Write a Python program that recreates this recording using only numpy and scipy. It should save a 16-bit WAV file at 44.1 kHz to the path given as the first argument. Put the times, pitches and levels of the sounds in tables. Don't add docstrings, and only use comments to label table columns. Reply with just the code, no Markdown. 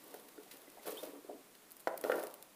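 import sys
import numpy as np
from scipy import signal
from scipy.fft import rfft, irfft, next_fast_len
from scipy.io import wavfile
from scipy.ndimage import uniform_filter1d

SR = 44100
rng = np.random.default_rng(int(sys.argv[2]) if len(sys.argv) > 2 else 0)


def master(y):
    cut = np.clip(np.atleast_2d(y).T, -1, 1)
    pcm = np.round(cut * 32767)
    wavfile.write(sys.argv[1], SR, pcm.astype(np.int16))


def undo_db(level):
    steps = np.asarray(level, float) / 20
    return 10 ** steps


N = 112454

# (frequency [Hz], relative level [dB], time to fade by 60 dB [s])
BOX_MODES = [(186, 2, 0.025), (233, -0.5, 0.023), (288.6, -0.5, 0.043), (348, 5, 0.023),
             (406.3, -3.5, 0.048), (461.4, 2.5, 0.026), (510, 0, 0.018), (560, 2.5, 0.024),
             (623.5, 1.5, 0.03), (690, -1.5, 0.023), (752, 0.5, 0.028), (835, -3.5, 0.036),
             (925, 6.5, 0.017), (1152, 4.5, 0.015), (1363, -7.5, 0.016), (1457, -6.5, 0.017),
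             (1578, -12.5, 0.013), (1813, -9, 0.015), (2060, -14.5, 0.011), (2430, -18.5, 0.013),
             (2880, -21.5, 0.014), (3400, -16, 0.0039), (3960, -37, 0.0055)]


def curve(rows, column):
    rows = np.array(rows, float)
    return np.interp(np.arange(N) / SR, rows[:, 0], rows[:, column])


def unit(x):
    return x / np.sqrt(np.mean(x ** 2))


def band(x, hz, width_hz):
    edges = [hz - width_hz / 2, hz + width_hz / 2]
    return signal.sosfilt(signal.butter(2, edges, "band", fs=SR, output="sos"), x)


def mode(x, hz, t60):
    radius = np.exp(-np.log(1000) / (t60 * SR))
    angle = 2 * np.pi * hz / SR
    return signal.lfilter([0, np.sin(angle)], [1, -2 * radius * np.cos(angle), radius ** 2], x)


def grains(per_s, spread_db):
    hit = rng.random(N) < per_s / SR
    sign = rng.choice([-1, 1], N)
    size_db = spread_db * np.minimum(rng.exponential(size=N), 3.5)
    return unit(hit * sign * undo_db(size_db))


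def add(out, at_s, x):
    start = int(at_s * SR)
    out[start:start + len(x)] += x[:N - start]


def crisp(bright, middle):
    return band(bright, 13230, 8630) + band(middle, 3500, 3800)


def rub():
    # (time [s], level [dB])
    pressure = [(0, -62.5), (.13, -60), (.16, -63), (.3, -65.5), (.5, -66), (.56, -60.5), (.66, -70),
                (.84, -64.5), (.875, -45), (.945, -59.5), (.96, -53), (1.02, -61), (1.05, -55),
                (1.09, -56.5), (1.11, -68), (1.16, -56), (1.2, -78), (1.28, -59.5), (1.3, -83), (1.36, -86),
                (1.41, -70), (1.55, -78), (1.86, -83), (1.9, -57), (2.02, -57), (2.06, -42.5), (2.09, -58),
                (2.13, -41), (2.2, -48), (2.215, -48.5), (2.27, -54.5), (2.38, -63), (2.42, -65.5),
                (2.55, -83)]
    # (time [s], frequency [Hz])
    grip = [(0, 420), (.5, 393), (.8, 495), (.9, 455), (1.1, 410), (1.4, 382), (1.8, 457), (1.9, 600),
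            (2.1, 510), (2.3, 540), (2.55, 503)]
    catches_per_s, spread_db = 500, 4
    grip_octaves, lowest_lean_db = 0.91, -2.5
    centre_hz = curve(grip, 1)
    ring = np.zeros(N)
    for hz, db, t60 in BOX_MODES:
        octaves_away = np.log2(hz / centre_hz)
        lean_db = np.maximum(-6 * (octaves_away / grip_octaves) ** 2, lowest_lean_db)
        ring += undo_db(db + lean_db) * mode(grains(catches_per_s, spread_db), hz, t60)
    return unit(ring) * undo_db(curve(pressure, 1))


def rustle():
    # (time [s], level [dB])
    loudness = [(0, -65), (.15, -61), (.25, -67), (.5, -68.5), (.53, -58), (.6, -67.5), (.81, -68.5),
                (.83, -56.5), (.855, -58.5), (.862, -50.5), (.88, -50.5), (.92, -50.5), (.935, -55.5),
                (1.04, -54.5), (1.08, -59), (1.15, -69.5), (1.86, -102), (1.88, -63), (1.92, -78),
                (2.03, -69), (2.045, -53.5), (2.2, -55.5), (2.25, -59.5), (2.35, -81), (2.55, -84)]
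    crinkles_per_s, spread_db, middle_db = 4000, 4.5, -1.5
    bright = grains(crinkles_per_s, spread_db)
    middle = undo_db(middle_db) * grains(crinkles_per_s, spread_db)
    return unit(crisp(bright, middle)) * undo_db(curve(loudness, 1))


def hiss():
    # (frequency [Hz], relative level per Hz [dB])
    colour = [(20, -11), (65, -23), (115, -12.5), (200, -2), (350, -1.5), (700, -5.5), (1500, -9),
              (3000, -12.5), (6000, -15.5), (11000, -13), (16000, -14.5)]
    level_db = -61.5
    colour_hz, colour_db = np.array(colour).T
    n = next_fast_len(N)
    db = np.interp(np.log(np.fft.rfftfreq(n, 1 / SR) + 1), np.log(colour_hz), colour_db)
    noise = irfft(rfft(rng.standard_normal(n)) * undo_db(db), n)[:N]
    return unit(noise) * undo_db(level_db)


def ticks():
    # (time [s], level before colouring [dB], middle band against bright band [dB], rise time [s])
    releases = [(0.037, -52, -19, 0.0016), (0.078, -45.5, -14, 0.00049), (0.11, -50, -10, 0.00022),
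                (0.139, -47.5, -4.5, 0.002), (0.194, -54, -5, 0.0024), (0.283, -52.5, -3.5, 0.0022),
                (0.431, -54.5, 1.5, 0.0012), (.509, -49, 2, 0.0044), (0.536, -55, -14, .0006),
                (0.568, -50.5, -5.5, 0.001), (0.616, -51.5, -3, 0.00077), (0.698, -51, -6.5, 0.00092),
                (0.717, -50, -12, 0.0004), (0.862, -53, -16, 0.0014), (0.866, -46, -7, 0.0011),
                (0.873, -43, -5, 0.0025), (0.902, -44, -19, 0.0035), (0.917, -45.5, -3, 0.002),
                (0.969, -47, -14, 0.0017), (1.03, -45.5, -3, 0.0021), (1.05, -49, -8, 0.0018),
                (1.548, -57.5, 5, 0.002), (1.705, -47.5, -11, 0.00039), (1.7106, -44.5, -0.5, 0.00017),
                (1.717, -41.5, -33, 0.00036), (1.7656, -44.5, -10.5, 0.0005), (1.7955, -46, -9, 0.00036),
                (1.799, -52, -2, 0.00039), (1.8012, -47, -9, 0.00044), (1.8047, -56, -10, 0.00033),
                (1.809, -59, -18, .0003), (1.871, -49.5, 8, 0.0021), (1.887, -58, -18, .0006),
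                (1.9738, -38.5, -9, 0.0013), (2.01, -35.5, -15, 0.00086), (2.037, -44.5, 5.5, 0.0013),
                (2.116, -48, 5, 0.002), (2.1554, -40.5, -18, 0.0003), (2.1575, -48, -3, 0.00035),
                (2.191, -47.5, -1.5, 0.0034), (2.227, -44.5, -1.5, 0.0007), (2.2334, -41.5, -14, 0.0016),
                (2.268, -37.5, -4.5, 0.00034), (2.299, -53, -2, 0.0007), (2.308, -50, -4, 0.00066),
                (2.3388, -38.5, -6, 0.00044), (2.4235, -42, -7, 0.00095)]
    tail_s, tail_db = 0.012, -14.5
    bright, middle = np.zeros(N), np.zeros(N)
    t = np.arange(SR // 30) / SR
    for at_s, db, middle_db, rise_s in releases:
        burst = np.e * t / rise_s * np.exp(-t / rise_s)
        shape = burst + undo_db(tail_db) * np.exp(-t / tail_s)
        add(bright, at_s, shape * undo_db(db))
        add(middle, at_s, shape * undo_db(db + middle_db))
    return crisp(bright * rng.standard_normal(N), middle * rng.standard_normal(N))


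def knocks():
    # (time [s], peak level [dB], centre of the ring [Hz], level of upper modes [dB], contact time [s])
    hits = [(.138, -39.5, 495, -0.5, 0.0051), (.144, -43, 700, -9, 0.0057), (.375, -42, 400, -5, .007),
            (.535, -49.5, 347, -7, 0.0084), (0.549, -53.5, 496, 11, 0.013),
            (0.677, -46.5, 300, -23, 0.0021), (.768, -48, 715, -25, 0.0076),
            (.777, -49.5, 744, -25, 0.0078), (.854, -42, 484, -4, 0.0048), (.869, -37.5, 447, 1, 0.005),
            (.878, -34.5, 473, 0.5, 0.0028), (0.892, -38, 430, -19, 0.0024), (.922, -37, 422, -8, 0.004),
            (.937, -44.5, 406, -14, .006), (1.0255, -37, 554, -2.5, 0.0043), (1.031, -37, 486, -8, 0.0048),
            (1.04, -38.5, 407, -30, 0.0014), (1.07, -40, 387, -15, 0.006), (1.086, -43, 403, -9, 0.0034),
            (1.128, -43, 398, -23, 0.0068), (1.155, -43.5, 296, -15, 0.012), (1.177, -50, 325, -18, 0.011),
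            (1.241, -44.5, 422, -17, 0.0079), (1.284, -42, 383, -44, 0.011),
            (1.2925, -36.5, 590, -32, 0.0055), (1.301, -41, 410, -30, 0.0073),
            (1.309, -47, 600, -34, 0.0045), (1.327, -44.5, 390, -36, 0.0076),
            (1.343, -44, 305, -34, 0.0062), (1.8708, -17, 715, 3.5, 0.0007), (1.8766, -26, 596, 3, 0.0011),
            (1.883, -41, 560, 3, 0.0027), (1.938, -35, 620, 2, 0.0024), (2.0365, -26, 524, 7, 0.0021),
            (2.045, -25.5, 510, 1, 0.0036), (2.062, -43, 530, 9, 0.0091), (2.083, -37, 510, -6, 0.0055),
            (2.0955, -18.5, 560, -2, 0.0017), (2.1019, -31, 560, 9, 0.0011),
            (2.1159, -23.5, 606, 12.5, 0.003), (2.121, -29.5, 560, 12, 0.0033),
            (2.129, -30.5, 453, -5, 0.0038), (2.139, -29.5, 505, -6, 0.008), (2.153, -31, 433, -10, 0.0042),
            (2.163, -31.5, 510, -18, 0.0041), (2.179, -32.5, 537, 0, 0.0091),
            (2.203, -39.5, 500, 2, 0.0043), (2.234, -32.5, 467, 2, 0.0023)]
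    ring_octaves, upper_hz, scatter_db = 0.42, 1250, 1.5
    detune = 0.017
    grit, grit_s = 0.74, 0.00026
    out, t = np.zeros(N), np.arange(SR // 8) / SR
    hz, db, t60 = np.array(BOX_MODES).T[:, :, None]
    decay = np.exp(-np.log(1000) * t / t60)
    for at_s, peak_db, centre_hz, upper_db, contact_s in hits:
        pitch_luck, level_luck, phase_luck = rng.standard_normal((3, len(BOX_MODES), 1))
        noise = rng.standard_normal((len(BOX_MODES), SR // 20))
        near_db = -6 * (np.log2(hz / centre_hz) / ring_octaves) ** 2
        lean_db = np.where(hz > upper_hz, upper_db, near_db)
        part = t[:noise.shape[1]] / contact_s
        roughness = 1 + grit * unit(uniform_filter1d(noise, int(grit_s * SR) + 1))
        push = roughness * part * np.exp(-4 * part)
        swell = signal.fftconvolve(decay, push, axes=1)[:, :len(t)]
        phase = 2 * np.pi * hz * (1 + detune * pitch_luck) * t + hz * contact_s * phase_luck
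        level = undo_db(db + lean_db + scatter_db * level_luck)
        ring = np.sum(level * swell * np.sin(phase), axis=0)
        add(out, at_s, ring / np.abs(ring).max() * undo_db(peak_db))
    return out


def chirps():
    # (time [s], length [s], start pitch [Hz], end pitch [Hz], level [dB])
    glides = [(0.454, 0.02, 762, 770, -63.5), (0.668, 0.018, 2080, 2040, -65.5),
              (0.788, 0.016, 1910, 2300, -63)]
    out = np.zeros(N)
    for at_s, length_s, from_hz, to_hz, db in glides:
        n = int(length_s * SR)
        waver = 1 + 0.039 * unit(uniform_filter1d(rng.standard_normal(n), size=60))
        hz = np.linspace(from_hz, to_hz, n) * waver
        tone = np.sin(2 * np.pi * np.cumsum(hz) / SR)
        add(out, at_s, 2 * undo_db(db) * np.hanning(n) * tone)
    return out


def squeak():
    # (time [s], pitch [Hz], rms level [dB])
    path = [(.965, 2975, -75), (.97, 3100, -48), (.974, 3200, -60), (.9775, 3190, -44), (.982, 3650, -55.5),
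            (.992, 3630, -54.5), (1.007, 3640, -63), (1.018, 3500, -80)]
    waver = 1 + 0.0082 * unit(uniform_filter1d(rng.standard_normal(N), size=60))
    hz = curve(path, 1) * waver
    t = np.arange(N) / SR
    sounding = (t > path[0][0]) * (t < path[-1][0])
    tone = np.sqrt(2) * np.sin(2 * np.pi * np.cumsum(hz) / SR)
    return undo_db(curve(path, 2)) * tone * sounding


def room(x):
    t60_s, tail_db, top_hz, gap_s = 0.37, -15, 1930, 0.0044
    t = np.arange(SR // 2) / SR
    tail = rng.standard_normal(len(t)) * np.exp(-np.log(1000) * t / t60_s) * (t > gap_s)
    tail = signal.lfilter(*signal.butter(2, top_hz, fs=SR), tail)
    tail = tail / np.sqrt(np.sum(tail ** 2))
    return x + undo_db(tail_db) * signal.fftconvolve(x, tail)[:N]


def scene():
    distance_m, bass_cut_hz = 0.55, 266
    table = knocks() + rub() + ticks() + rustle() + squeak() + chirps()
    lag = int(distance_m / 343 * SR)
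    arriving = np.pad(table, (lag, 0), mode="reflect")[:N]
    bass_cut = signal.butter(3, bass_cut_hz, "high", fs=SR, output="sos")
    heard = signal.sosfilt(bass_cut, room(arriving))
    return (heard + hiss())[None]


def low_pass(x):
    return signal.sosfilt(signal.butter(12, 16670, fs=SR, output="sos"), x)


def record(dry):
    top_cut = signal.ellip(8, 0.3, 30, 15500, fs=SR, output="sos")
    mix = signal.sosfilt(top_cut, dry)
    return low_pass(mix)


dry = scene()
out = record(dry)
master(out)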